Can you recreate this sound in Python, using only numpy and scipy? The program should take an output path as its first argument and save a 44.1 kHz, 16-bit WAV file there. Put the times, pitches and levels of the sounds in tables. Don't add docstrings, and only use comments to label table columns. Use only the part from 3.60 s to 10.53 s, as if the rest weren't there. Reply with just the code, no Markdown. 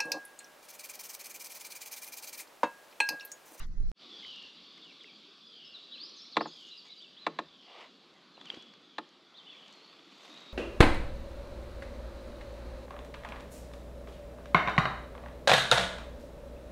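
import sys
import numpy as np
from scipy import signal
from scipy.fft import rfft, irfft
from scipy.io import wavfile
from scipy.ndimage import uniform_filter1d

SR = 44100
rng = np.random.default_rng(int(sys.argv[2]) if len(sys.argv) > 2 else 0)


def log_audio(samples):
    frames = np.atleast_2d(samples).T
    limited = np.clip(frames, -1, 1)
    pcm = np.round(limited * 32767).astype(np.int16)
    wavfile.write(sys.argv[1], SR, pcm)


def gain_from_db(level_db):
    decades = np.asarray(level_db, float) / 20
    return 10 ** decades


N = 305613
T = np.arange(N) / SR

CHANGE_S, FADE_IN_S = 0.3165, (0.345, 0.42)
# time in seconds, level in dB.
GUST = [
    (0.0, -33),
    (0.05, -36),
    (0.165, -36),
    (0.19, -29),
    (0.29, -25),
    (0.316, -32),
]
# frequency in Hz, level in dB per Hz.
RUMBLE = [(6, -34), (11, -6), (22, 2.5), (32, -18), (55, -17), (76, -43), (130, -54), (210, -54),
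          (420, -73), (900, -93)]
# frequency in Hz, level in dB per Hz.
ROAR = [(60, -19), (90, 3.5), (140, -1), (210, -8.5), (420, -21.5), (900, -56)]
# frequency in Hz, level in dB per Hz.
HISS = [(300, 2.5), (1000, 4), (2100, 3.5), (2600, -12), (3400, -7), (4300, 1), (5800, -0.5), (8000, -15.5),
        (9100, -21), (10500, -19), (14500, -34)]
# start in seconds, peak in dB, pitch in Hz.
GRIT = [
    (.068, -69, 10000),
    (.082, -74, 10500),
    (.135, -77, 6000),
    (.182, -69, 4500),
    (.226, -68, 10200),
    (.276, -73, 8500),
    (.3, -64, 9400),
]
ROAR_DB, HISS_DB = -54, -67.5
HAND_DB, HAND_HISS_DB, HAND_OFF_S, HAND_FADE_S = -57.5, -54.5, 0.033, 0.031
CHANGE_STEP_DB, SETTLE_S = -36, 0.012

# frequency in Hz, gain in dB.
HOUSING = [(20, 0.5), (5200, -6.5), (6300, -9.5), (7800, -14.5), (8700, -24), (9100, -38), (9600, -27),
           (11000, -25.5), (13000, -36.5), (16000, -50), (22000, -63)]
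# time in seconds, level in dB, length in seconds.
PUFFS = [
    (0.677, -80, 0.04),
    (.86, -80, .05),
    (1.05, -81, .08),
    (1.49, -86, .06),
    (2.08, -91, .1),
    (2.805, -66, 0.036),
    (3.68, -86, 0.045),
    (3.845, -72, 0.067),
    (5.38, -82, .04),
    (6.6, -103, 0.25),
]
# frequency in Hz, level in dB per Hz.
SUB = [(20, -33), (40, 1), (60, 5), (90, 6), (130, -25)]
CALM_DB = -95

# time in seconds, lapping in dB, far chorus in dB.
LAKE = [(0.42, -63.5, -57), (0.69, -65.5, -52.5), (0.91, -67, -57.5), (1.47, -66.5, -59.5),
        (1.91, -70, -60.5), (2.41, -67, -58.5), (2.8, -68.5, -58.5), (3.4, -72, -61), (3.7, -63.5, -66.5),
        (4.08, -72.5, -62), (4.5, -65.5, -66), (4.77, -67, -66.5), (4.93, -61.5, -58), (5.1, -66.5, -65.5),
        (5.7, -69, -67.5), (5.95, -66, -63.5), (6.5, -66.5, -64.5), (6.93, -61.5, -60.5)]
# frequency in Hz, level in dB per Hz.
WASH = [(40, -41), (92, -56), (140, -5.5), (200, 1), (330, 1), (540, -5.5), (900, -12), (1120, -5),
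        (1900, -13), (2600, -9.5), (4000, -33)]
# frequency in Hz, level in dB per Hz.
CHORUS = [(2200, -15.5), (2700, -8), (3440, 3.5), (4140, -3), (4600, -0.5), (5100, -8), (5800, -15.5),
          (7000, -40.5)]
# frequency in Hz, level in dB per Hz.
AIR = [(3500, 1.5), (5000, -10.5), (6300, -7.5), (7800, -14.5), (8700, -24), (9100, -34), (9600, -23),
       (11000, -21.5), (13000, -29), (14600, -34), (15800, -37)]
AIR_DB, AIR_PER_LAP, AIR_PER_CHORUS = -79.5, 0.37, 0.31

# start in seconds, length in seconds, from Hz, to Hz,
# level in dB.
NOTES = [(1.218, 0.029, 3756, 3140, -49.5), (1.249, 0.06, 3040, 2640, -56.5), (1.3, 0.028, 2590, 2040, -62),
         (1.403, 0.019, 3720, 3060, -48), (1.419, 0.057, 3030, 2596, -57.5),
         (1.476, 0.031, 2650, 2170, -56.5), (5.771, 0.011, 4260, 3780, -59),
         (1.867, 0.018, 4900, 4900, -60), (2.048, 0.045, 5320, 5070, -51), (2.113, 0.019, 4680, 4440, -55),
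         (2.143, 0.029, 4100, 3550, -43), (2.31, 0.054, 3835, 2590, -48.5), (2.563, 0.028, 6580, 5650, -52),
         (2.719, 0.039, 4790, 3280, -46.5), (2.87, 0.02, 7130, 6100, -50.5),
         (3.177, 0.015, 5000, 4520, -42), (3.379, 0.019, 4840, 4530, -47), (3.425, 0.028, 3680, 2700, -52),
         (4.742, 0.017, 4250, 4030, -54), (4.846, 0.039, 3600, 2685, -51.5),
         (5.901, 0.041, 3100, 2435, -55),
         (1.95, 0.03, 4800, 4800, -57.5), (2.317, 0.054, 3740, 4180, -44.5),
         (2.354, 0.033, 5230, 5260, -68), (2.376, 0.019, 2494, 4120, -49.5),
         (2.398, 0.069, 4135, 5310, -43.5), (2.605, 0.045, 5120, 5640, -46),
         (2.785, 0.045, 3180, 5430, -44.5), (2.909, 0.033, 5000, 4880, -53),
         (3.405, 0.027, 2986, 3645, -49.5), (4.915, 0.039, 2700, 3300, -52.5),
         (4.947, 0.083, 3370, 3360, -54.5), (5.858, 0.034, 2710, 3210, -53.5),
         (5.865, 0.024, 3520, 3480, -55), (5.899, 0.012, 3360, 3520, -47), (5.924, 0.01, 3484, 3400, -46),
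         (5.947, 0.015, 3430, 3480, -53), (5.796, 0.021, 3160, 3140, -49.5),
         (5.743, 0.018, 3140, 3800, -52), (5.765, .012, 3800, 4320, -53), (3.568, 0.022, 2970, 3740, -52),
         (5.991, 0.013, 2820, 3220, -54), (6.024, 0.019, 2840, 3190, -58), (6.053, 0.016, 2715, 3120, -57),
         (6.21, 0.045, 4300, 4500, -57), (6.47, 0.095, 3320, 3700, -68), (6.639, 0.062, 3520, 3840, -59),
         (6.688, 0.35, 3750, 3780, -56), (6.765, 0.021, 3740, 4150, -49.5),
         (1.886, 0.052, 4880, 4670, -60), (2.165, 0.019, 3750, 3520, -53),
           (2.201, 0.063, 3810, 4020, -55), (2.396, 0.021, 3890, 3380, -49),
           (2.452, 0.0093, 5600, 5620, -58), (2.466, .01, 5620, 5660, -58), (2.477, .01, 5640, 5640, -59),
           (2.49, .01, 5570, 5760, -53), (2.582, 0.023, 5620, 5200, -54), (2.36, .03, 5180, 5270, -61),
           (3.157, 0.022, 5100, 5030, -63), (3.192, 0.0086, 4620, 4520, -46),
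           (3.267, 0.055, 2300, 2137, -64), (3.403, 0.013, 3110, 3400, -61), (3.45, 0.025, 2755, 2630, -60),
           (5.781, 0.0152, 3795, 3200, -46.5), (5.844, .014, 3390, 3570, -56),
           (5.89, 0.025, 2650, 3640, -51), (5.943, 0.021, 2190, 2490, -62), (5.967, 0.012, 2990, 3530, -59),
           (6.101, 0.055, 4010, 4420, -61), (6.165, 0.036, 4270, 4040, -59),
           (2.413, 0.014, 4480, 4650, -40), (1.396, 0.0098, 3760, 3830, -48)]
# start in seconds, length in seconds, foot in Hz, top in Hz, level in dB.
ARCHES = [
    (3.103, .042, 3550, 4030, -49),
    (3.293, .054, 3500, 4000, -49),
    (3.58, .075, 3600, 4090, -51),
]
# start in seconds, length in seconds, level in dB.
TRILLS = [
    (0.471, 0.36, -50.5),
    (1.8, 0.32, -55.5),
    (2.835, 0.32, -56),
    (3.831, 0.37, -62.5),
    (5.2, 0.21, -65.5),
]
# start in seconds, length in seconds, from Hz, to Hz, level in dB.
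HIDDEN = [(2.43, .09, 4030, 4430, -54), (2.5, .1, 4600, 3700, -57), (2.565, .07, 3920, 4250, -55),
          (2.62, .08, 3900, 3300, -59), (.58, .12, 3800, 3950, -58), (4.95, .12, 3400, 3400, -60),
          (4.74, .07, 4150, 3700, -61), (6.2, .12, 4300, 4500, -64), (5.85, .2, 3400, 3100, -62),
          (.7, .09, 3300, 3200, -56), (2.0, .1, 3300, 3350, -61)]
NOTE_SWELL_DB, TRILL_SWELL_DB = -5, -7
RISE_BEND, ARCH_SHARP = 0.8, 1.83
TRILL_TOP_HZ, TRILL_LOW_HZ, TRILL_DROP_S, TRILL_GLIDE_S = 3554, 2782, 0.145, 0.1
TRILL_SWEEP_HZ, TRILL_SWEEPS_PER_S, TRILL_SWEEP_AT_S, TRILL_SWEEP_S = 108, 29, 0.217, 0.072
TRILL_END_S, TRILL_END_LENGTH_S, TRILL_END_HZ, TRILL_END_DB = 0.265, 0.1, 2820, 0

# start in seconds, peak in dB, ring in ms.
DRIPS = [
    (0.629, -47, 7.3),
    (.649, -37.5, 2.7),
    (1.18, -49.5, 5.2),
    (1.405, -50, 2.7),
    (1.444, -41.5, 2.7),
    (2.653, -54, 3),
    (3.29, -62, 11),
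]
# start in seconds, peak in dB, pitch in Hz.
CLINKS = [
    (3.886, -46, 3600),
    (4.772, -45.5, 2800),
    (4.813, -34.5, 3460),
    (4.902, -21.5, 3230),
    (4.904, -41, 2220),
    (6.393, -43, 3440),
]
# start in seconds, peak in dB, pitch in Hz.
SNAPS = [(0.761, -40, 5660), (1.178, -45, 6870), (1.436, -45.5, 7100), (3.42, -48, 5800), (4.54, -50, 7000),
         (4.857, -40, 5800), (4.946, -43, 4500), (5.217, -54, 7550), (5.024, -42, 6430), (5.138, -42, 4220),
         (5.491, -45, 8100), (5.931, -46, 3900), (6.061, -54, 9050), (6.081, -42, 7850), (6.127, -41, 7520),
         (6.138, -44, 6900)]
# start in seconds, peak in dB, pitch in Hz.
MORE_SNAPS = [(.827, -42, 6380), (1.247, -59, 7240), (1.41, -54, 8100), (4.814, -44.5, 1290), (4.814, -52, 6440),
              (4.856, -41, 3340), (4.857, -42, 7900), (4.89, -56, 1190), (4.904, -55, 1410), (4.944, -39, 3200),
              (4.97, -54, 4600), (4.981, -59, 5500), (6.394, -46, 1430)]
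# start in seconds, peak in dB, pitch in Hz.
PATS = [
    (2.76, -37, 885),
    (4.779, -42.5, 804),
    (4.88, -68, 327),
    (4.936, -46, 397),
    (4.97, -38, 308),
    (5.136, -45, 1400),
]
# start in seconds, peak in dB.
FLICKS = [
    (3.068, -45),
    (3.078, -49),
    (3.087, -44),
    (3.253, -48),
    (3.267, -47),
    (3.281, -43),
]
DRIP_HZ, DRIP_NOISY = 2130, 0.13
CLINK_MS, CLINK_NOISY = 2.76, 0.22
SNAP_MS, SNAP_NOISY = 2.6, 0.9
PAT_TURNS, PAT_NOISY = 3.0, 0.6
FLICK_HZ, FLICK_MS, FLICK_NOISY = 6600, 6.0, 0.55
CRACKLE_S, CRACKLE_PER_S, CRACKLE_DB = (4.8, 5.0), 230, -56

# start, hardest and end in
# seconds, pressure in dB, fizz in dB over pressure.
RUBS = [
    (.5, 0.678, 0.82, -72.5, -9),
    (2.698, 3.004, 3.6, -85.5, 5),
    (4.007, 4.23, 4.285, -57, -38),
    (4.716, 4.94, 5.04, -63, -21),
    (5.5, 6.092, 7.8, -70, -15),
    (6.457, 6.643, 7.3, -68, -9),
]
# frequency in Hz, level in dB per Hz.
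RUB = [(200, -16), (450, -3.5), (820, -4), (1120, -2), (1600, -12), (2000, -5), (2900, -5.5), (4600, -15.5),
       (6500, -27), (8500, -35), (9100, -47), (10800, -45), (14500, -68)]
# start, hardest and end in seconds, level in dB.
DRAGS = [
    (4.07, 4.21, 4.29, -54.5),
    (5.5, 5.8, 6.05, -66),
    (4.35, 4.6, 4.75, -69),
]
# frequency in Hz, level in dB per Hz.
DRAG = [(350, -18), (720, -1), (880, -6), (1100, -2), (1400, -18), (1800, -19), (2020, -6), (2500, -20)]
RUB_ENDS_DB = -19

# start in seconds, peak in dB, contact time in ms.
KNOCKS = [
    (2.7677, -11.5, .13),
    (2.8074, -18.5, .48),
    (2.8558, -28, .65),
    (3.6657, -15, .18),
    (3.7877, -18, .19),
    (5.3825, -21.5, .15),
]
THUMP_DB = [-1.5, -1.5, -1.5, -3.5, -3, -6]
# frequency in Hz, level in dB, 60 dB decay in seconds, rise in ms.
HULL = [(161.5, -26.5, 0.31, 6.3), (232, -20, 0.18, 1.7), (307, -16, 0.16, 7.4), (352.6, -15.5, 0.14, 4.7),
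        (440.5, -11, 0.1, 7.1), (472, -17, 0.099, 19), (539, -16, 0.11, 3), (679.6, 1, 0.035, 3.16),
        (792, 0.5, 0.023, 2.4), (873, -4.5, 0.047, 1.2), (1044, 9, 0.02, 1.27), (1230, -3.5, 0.049, 4),
        (1333, -17, 0.054, 7.9), (1430, -5.5, 0.027, 5.5), (1797, 4.5, 0.019, 3.1),
        (2029, 0.5, 0.017, 1.67), (2293, -5, 0.02, 1.1), (2700, -13, 0.033, 1), (2470, -12, 0.028, 1.4),
        (3520, 3.5, 0.017, 5.9), (3905, -7.5, 0.026, 0.23), (4500, -3, 0.014, 2.9),
        (6570, -14, 0.0063, 3.1), (7850, -33, 0.017, 2.4)]
# delay in seconds, level in dB.
WELL = [
    (.0062, -20),
    (.0093, -24),
    (.0128, -17.5),
]
SPOT_DB, THUMP_HZ, WELL_HZ = 2, 520, (520, 2600)


def evened(x):
    return x / np.sqrt(np.mean(x ** 2) + 1e-20)


def smooth_noise(size):
    return evened(uniform_filter1d(rng.standard_normal(N), size=size))


def curve(rows, column):
    rows = np.transpose(rows)
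    return np.interp(T, rows[0], rows[column])


def add(mix, s, sound):
    part = mix[round(s * SR):][:len(sound)]
    part += sound[:len(part)]


def noise(colour, patchy_db, size=1024):
    hz = np.fft.rfftfreq(size, 1 / SR)
    f, db = np.transpose(colour)
    a, b, patches = rng.standard_normal((4 * N // size + 5, len(hz), 3)).T
    patches = uniform_filter1d(patches, size=9, axis=0)
    patches = evened(uniform_filter1d(patches, size=9, axis=1))
    tilt_db = np.interp(np.log(hz + 1), np.log(f + 1), db, -90, -110)
    z = (a + 1j * b) * gain_from_db(tilt_db[:, None] + patchy_db * patches)
    return evened(signal.istft(z, nperseg=size, noverlap=3 * size // 4)[1][:N])


def muffled(x):
    f, db = np.transpose(HOUSING)
    log_gain = np.log(gain_from_db(np.interp(abs(np.fft.fftfreq(2048, 1 / SR)), f, db)))
    taps = np.fft.ifft(np.exp(np.conj(signal.hilbert(log_gain)))).real[:1024]
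    return signal.oaconvolve(x, taps)[:N]


def shore(x, t60, first_s):
    t = np.arange(SR // 2) / SR
    tail = rng.standard_normal(len(t)) * gain_from_db(-60 * t / t60) * (t > first_s)
    z = rfft(tail)
    tail = irfft(z / uniform_filter1d(abs(z), size=7)) * (t > first_s)
    return signal.fftconvolve(x, tail / np.linalg.norm(tail))[:N]


def ticks(rows):
    t, out = np.arange(SR // 25) / SR, np.zeros(N)
    grit = rng.standard_normal((len(rows), len(t)))
    for (s, db, hz, ring_ms, noisy), g in zip(rows, grit):
        u = 2500 * t / ring_ms
        swell = u * np.exp(1 - u)
        share = np.clip(noisy, 0, 1)
        wobble = evened(uniform_filter1d(g, size=max(int(SR / hz), 2)))
        tone = (1 - share + share * wobble) * np.sin(2 * np.pi * hz * t)
        add(out, s - 0.001, gain_from_db(db) * swell * tone)
    return out


def windy_opening():
    shared, own = noise(RUMBLE, 0, size=8192), noise(RUMBLE, 0, size=8192)
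    before = T < CHANGE_S
    wind = np.array([shared + 0.4 * own, shared - 0.4 * own]) / shared[before].std() * gain_from_db([[-3.2], [2.2]])
    hand = np.clip(1 - (T - HAND_OFF_S) / HAND_FADE_S, 0, 1)
    hiss = np.array([noise(HISS, 4.3), noise(HISS, 5.6)]) * (gain_from_db(HISS_DB) + gain_from_db(HAND_HISS_DB) * hand)
    wind = wind * gain_from_db(curve(GUST, 1))
    last = wind[:, before][:, -1:]
    wind -= (last + gain_from_db(CHANGE_STEP_DB)) * np.exp(np.minimum(T - CHANGE_S, 0) / SETTLE_S)
    roar = noise(ROAR, 2.5, size=2048)
    roar = roar + 0.23 * noise(ROAR, 2.7, size=2048) * np.array([[1], [-1]])
    grit = ticks([(*r, 3.5, 0.9) for r in GRIT])
    rub = noise(RUB, 5.6) * gain_from_db(HAND_DB) * (hand + 0.068)
    return (wind + gain_from_db(ROAR_DB) * roar + hiss + grit + rub) * uniform_filter1d(1.0 * before, size=3)


def puffs():
    swell = gain_from_db(CALM_DB) + sum(gain_from_db(db) * np.exp(-((T - s) / length) ** 2) for s, db, length in PUFFS)
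    return noise(SUB, 4.6, size=4096) * swell * gain_from_db(-6.5)


def lake():
    lap_db, chorus_db = curve(LAKE, 1), curve(LAKE, 2)
    air_db = AIR_DB + AIR_PER_LAP * (lap_db - lap_db.mean()) + AIR_PER_CHORUS * (chorus_db - chorus_db.mean())
    wash = noise(WASH, 2.0, size=2048) * gain_from_db(lap_db + 4.5)
    chorus = noise(CHORUS, 1.9) * gain_from_db(chorus_db + 1.56)
    return wash + chorus + noise(AIR, 1.8) * gain_from_db(air_db + 5)


def whistle(start, length, hz, db, swell_db, edge):
    u = np.arange(-0.005, length + 0.0023, 1 / SR) / length
    tone = np.sqrt(2) * np.sin(2 * np.pi * np.cumsum(hz(np.clip(u, 0, 1))) / SR)
    swell = gain_from_db(db + swell_db * (2 * u - 1) ** 2)
    return start - 0.005, tone * swell * signal.windows.tukey(len(u), min(edge / length, 1))


def trill_hz(t):
    slide = (TRILL_TOP_HZ - TRILL_LOW_HZ) / (1 + np.exp((t - TRILL_DROP_S) / TRILL_GLIDE_S * 2))
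    swing = TRILL_SWEEP_HZ * np.exp(-((t - TRILL_SWEEP_AT_S) / TRILL_SWEEP_S) ** 2)
    return TRILL_LOW_HZ + slide + swing * np.sin(2 * np.pi * TRILL_SWEEPS_PER_S * t)


def birds():
    near, far = np.zeros(N), np.zeros(N)
    for s, length, a, b, db in NOTES:
        bend = RISE_BEND if b > a else 1
        add(near, *whistle(s, length, lambda u: a + (b - a) * u ** bend, db, NOTE_SWELL_DB, 0.0055))
    for s, length, foot, top, db in ARCHES:
        arch = lambda u: top - (top - foot) * abs(2 * u - 1) ** ARCH_SHARP
        add(near, *whistle(s, length, arch, db, NOTE_SWELL_DB, 0.0054))
    for s, length, db in TRILLS:
        add(far, *whistle(s, length, lambda u: trill_hz(u * length), db, TRILL_SWELL_DB, 0.038))
        if length > TRILL_END_S:
            held = lambda u: TRILL_END_HZ + 0 * u
            add(near, *whistle(s + TRILL_END_S, TRILL_END_LENGTH_S, held, db + TRILL_END_DB, -9.0, 0.02))
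    for s, length, a, b, db in HIDDEN:
        add(far, *whistle(s, length, lambda u: a + (b - a) * u, db, TRILL_SWELL_DB, 0.02))
    beat = 2 * np.pi * np.cumsum(45 + 14 * smooth_noise(1500)) / SR
    far *= (1 + 1.0 * np.sin(beat)) * np.sqrt(2) * np.cos(1.53 * np.cos(beat) + 0.6)
    near *= gain_from_db(2.4 * smooth_noise(300))
    near = near + gain_from_db(-5) * shore(near, 0.08, 0.002)
    near_echo = gain_from_db(-5) * shore(near, 1.0, 0.013)
    return near + near_echo + gain_from_db(-6) * far + gain_from_db(2.5) * shore(far, 0.7, 0.004)


def small_parts():
    rows = [(s, db, DRIP_HZ, ms, DRIP_NOISY) for s, db, ms in DRIPS]
    rows += [(*r, CLINK_MS, CLINK_NOISY) for r in CLINKS]
    rows += [(*r, SNAP_MS, SNAP_NOISY) for r in SNAPS]
    rows += [(*r, 1000 * PAT_TURNS / r[2], PAT_NOISY) for r in PATS]
    rows += [(*r, FLICK_HZ, FLICK_MS, FLICK_NOISY) for r in FLICKS]
    return ticks(rows)


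def crackle():
    when, size = rng.random(N), rng.exponential(1, N)
    closing = (T > CRACKLE_S[0]) * (T < CRACKLE_S[1])
    clicks = (when < CRACKLE_PER_S / SR) * closing * gain_from_db(CRACKLE_DB + 2.7 * np.minimum(size, 3))
    puff = np.exp(-np.arange(200) / SR / 0.0006)
    grit = uniform_filter1d(rng.standard_normal(N), size=3)
    return np.diff(signal.oaconvolve(clicks, puff)[:N] * grit, prepend=0)


def rubs():
    press, fizz = np.zeros((2, N))
    for start, hardest, end, db, fizz_db in RUBS:
        stroke_db = np.interp(T, [start, hardest, end], [db + RUB_ENDS_DB, db, db + RUB_ENDS_DB])
        stroke = gain_from_db(stroke_db) * (T > start) * (T < end)
        press = press + stroke
        fizz = fizz + gain_from_db(fizz_db) * stroke
    grain = gain_from_db(2.5 * smooth_noise(150))
    body = evened(noise(RUB, 0.62) * grain) * uniform_filter1d(press, size=2200) * gain_from_db(7.5)
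    return body + evened(noise(AIR, 2.0) * grain) * uniform_filter1d(fizz, size=2200) * gain_from_db(12.5)


def drags():
    press = np.zeros(N)
    for start, hardest, end, db in DRAGS:
        stroke_db = np.interp(T, [start, hardest, end], [db - 10, db, db - 7])
        press += gain_from_db(stroke_db) * (T > start) * (T < end)
    return noise(DRAG, 2.5) * uniform_filter1d(press, size=1500)


def hull_rings(t):
    phase, spread = rng.uniform(-1.207, 1, (2, len(HULL), 8, 1))
    phase[:, 0] = spread[:, 0] = 0
    weaker = gain_from_db(-11 * (np.arange(8) > 0))[:, None]
    rings = []
    for (hz, db, t60, rise_ms), p, d in zip(HULL, phase, spread):
        late = t - 0.004 * min(1200 / hz, 1) ** 0.6
        swell = (1 - np.exp(-1500 * t / rise_ms)) ** 2 * gain_from_db(db - 60 * t / t60)
        cluster = weaker * -np.cos(2 * np.pi * hz * (1 + 0.134 * d) * late + np.pi * p)
        rings.append(swell * cluster.sum(0))
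    return rings


def knocks():
    t, out, crack = np.arange(SR // 3) / SR, np.zeros(N), np.zeros(N)
    rings = hull_rings(t)
    mode_hz = np.transpose(HULL)[0]
    grit = rng.standard_normal((len(KNOCKS), len(t))) * t / 0.0014 * np.exp(1 - t / 0.0028)
    spots = rng.standard_normal((len(KNOCKS), len(HULL)))
    well_band = signal.butter(2, WELL_HZ, "band", fs=SR, output="sos")
    for (s, db, contact_ms), g, spot, thump_db in zip(KNOCKS, grit, spots, THUMP_DB):
        reach = 1 / (1 + (mode_hz * contact_ms / 1000) ** 4)
        drive_db = SPOT_DB * spot + thump_db / (1 + (mode_hz / THUMP_HZ) ** 4)
        ring = (reach * gain_from_db(drive_db)) @ rings
        ring = gain_from_db(db) * ring / abs(ring).max()
        add(out, s, ring)
        back = signal.sosfilt(well_band, ring)
        for delay, echo_db in WELL:
            add(out, s + delay, gain_from_db(echo_db) * back)
        add(crack, s, gain_from_db(db - 21.0 - 27 * contact_ms) * g)
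    blow = out + muffled(crack) + gain_from_db(-22.0) * shore(out, 0.29, 0.0037)
    return signal.sosfilt(signal.butter(4, 11500, fs=SR, output="sos"), blow)


def scene():
    calm = lake() + muffled(birds() + small_parts()) + knocks() + rubs()
    more_snaps = ticks([(*r, SNAP_MS, SNAP_NOISY) for r in MORE_SNAPS])
    calm += muffled(more_snaps + crackle())
    calm = signal.sosfilt(signal.butter(2, 120, "high", fs=SR, output="sos"), calm)
    calm += puffs()
    fade = np.clip((T - FADE_IN_S[0]) / (FADE_IN_S[1] - FADE_IN_S[0]), 0, 1) ** 1.6
    side_noise = gain_from_db(-91) * rng.standard_normal(N) * np.array([[1], [-1]])
    return windy_opening() + (calm + side_noise + drags()) * fade


def roll_off(x):
    return signal.sosfilt(signal.butter(12, 15600, fs=SR, output="sos"), x)


def record(dry):
    return roll_off(dry)


dry = scene()
out = record(dry)
log_audio(out)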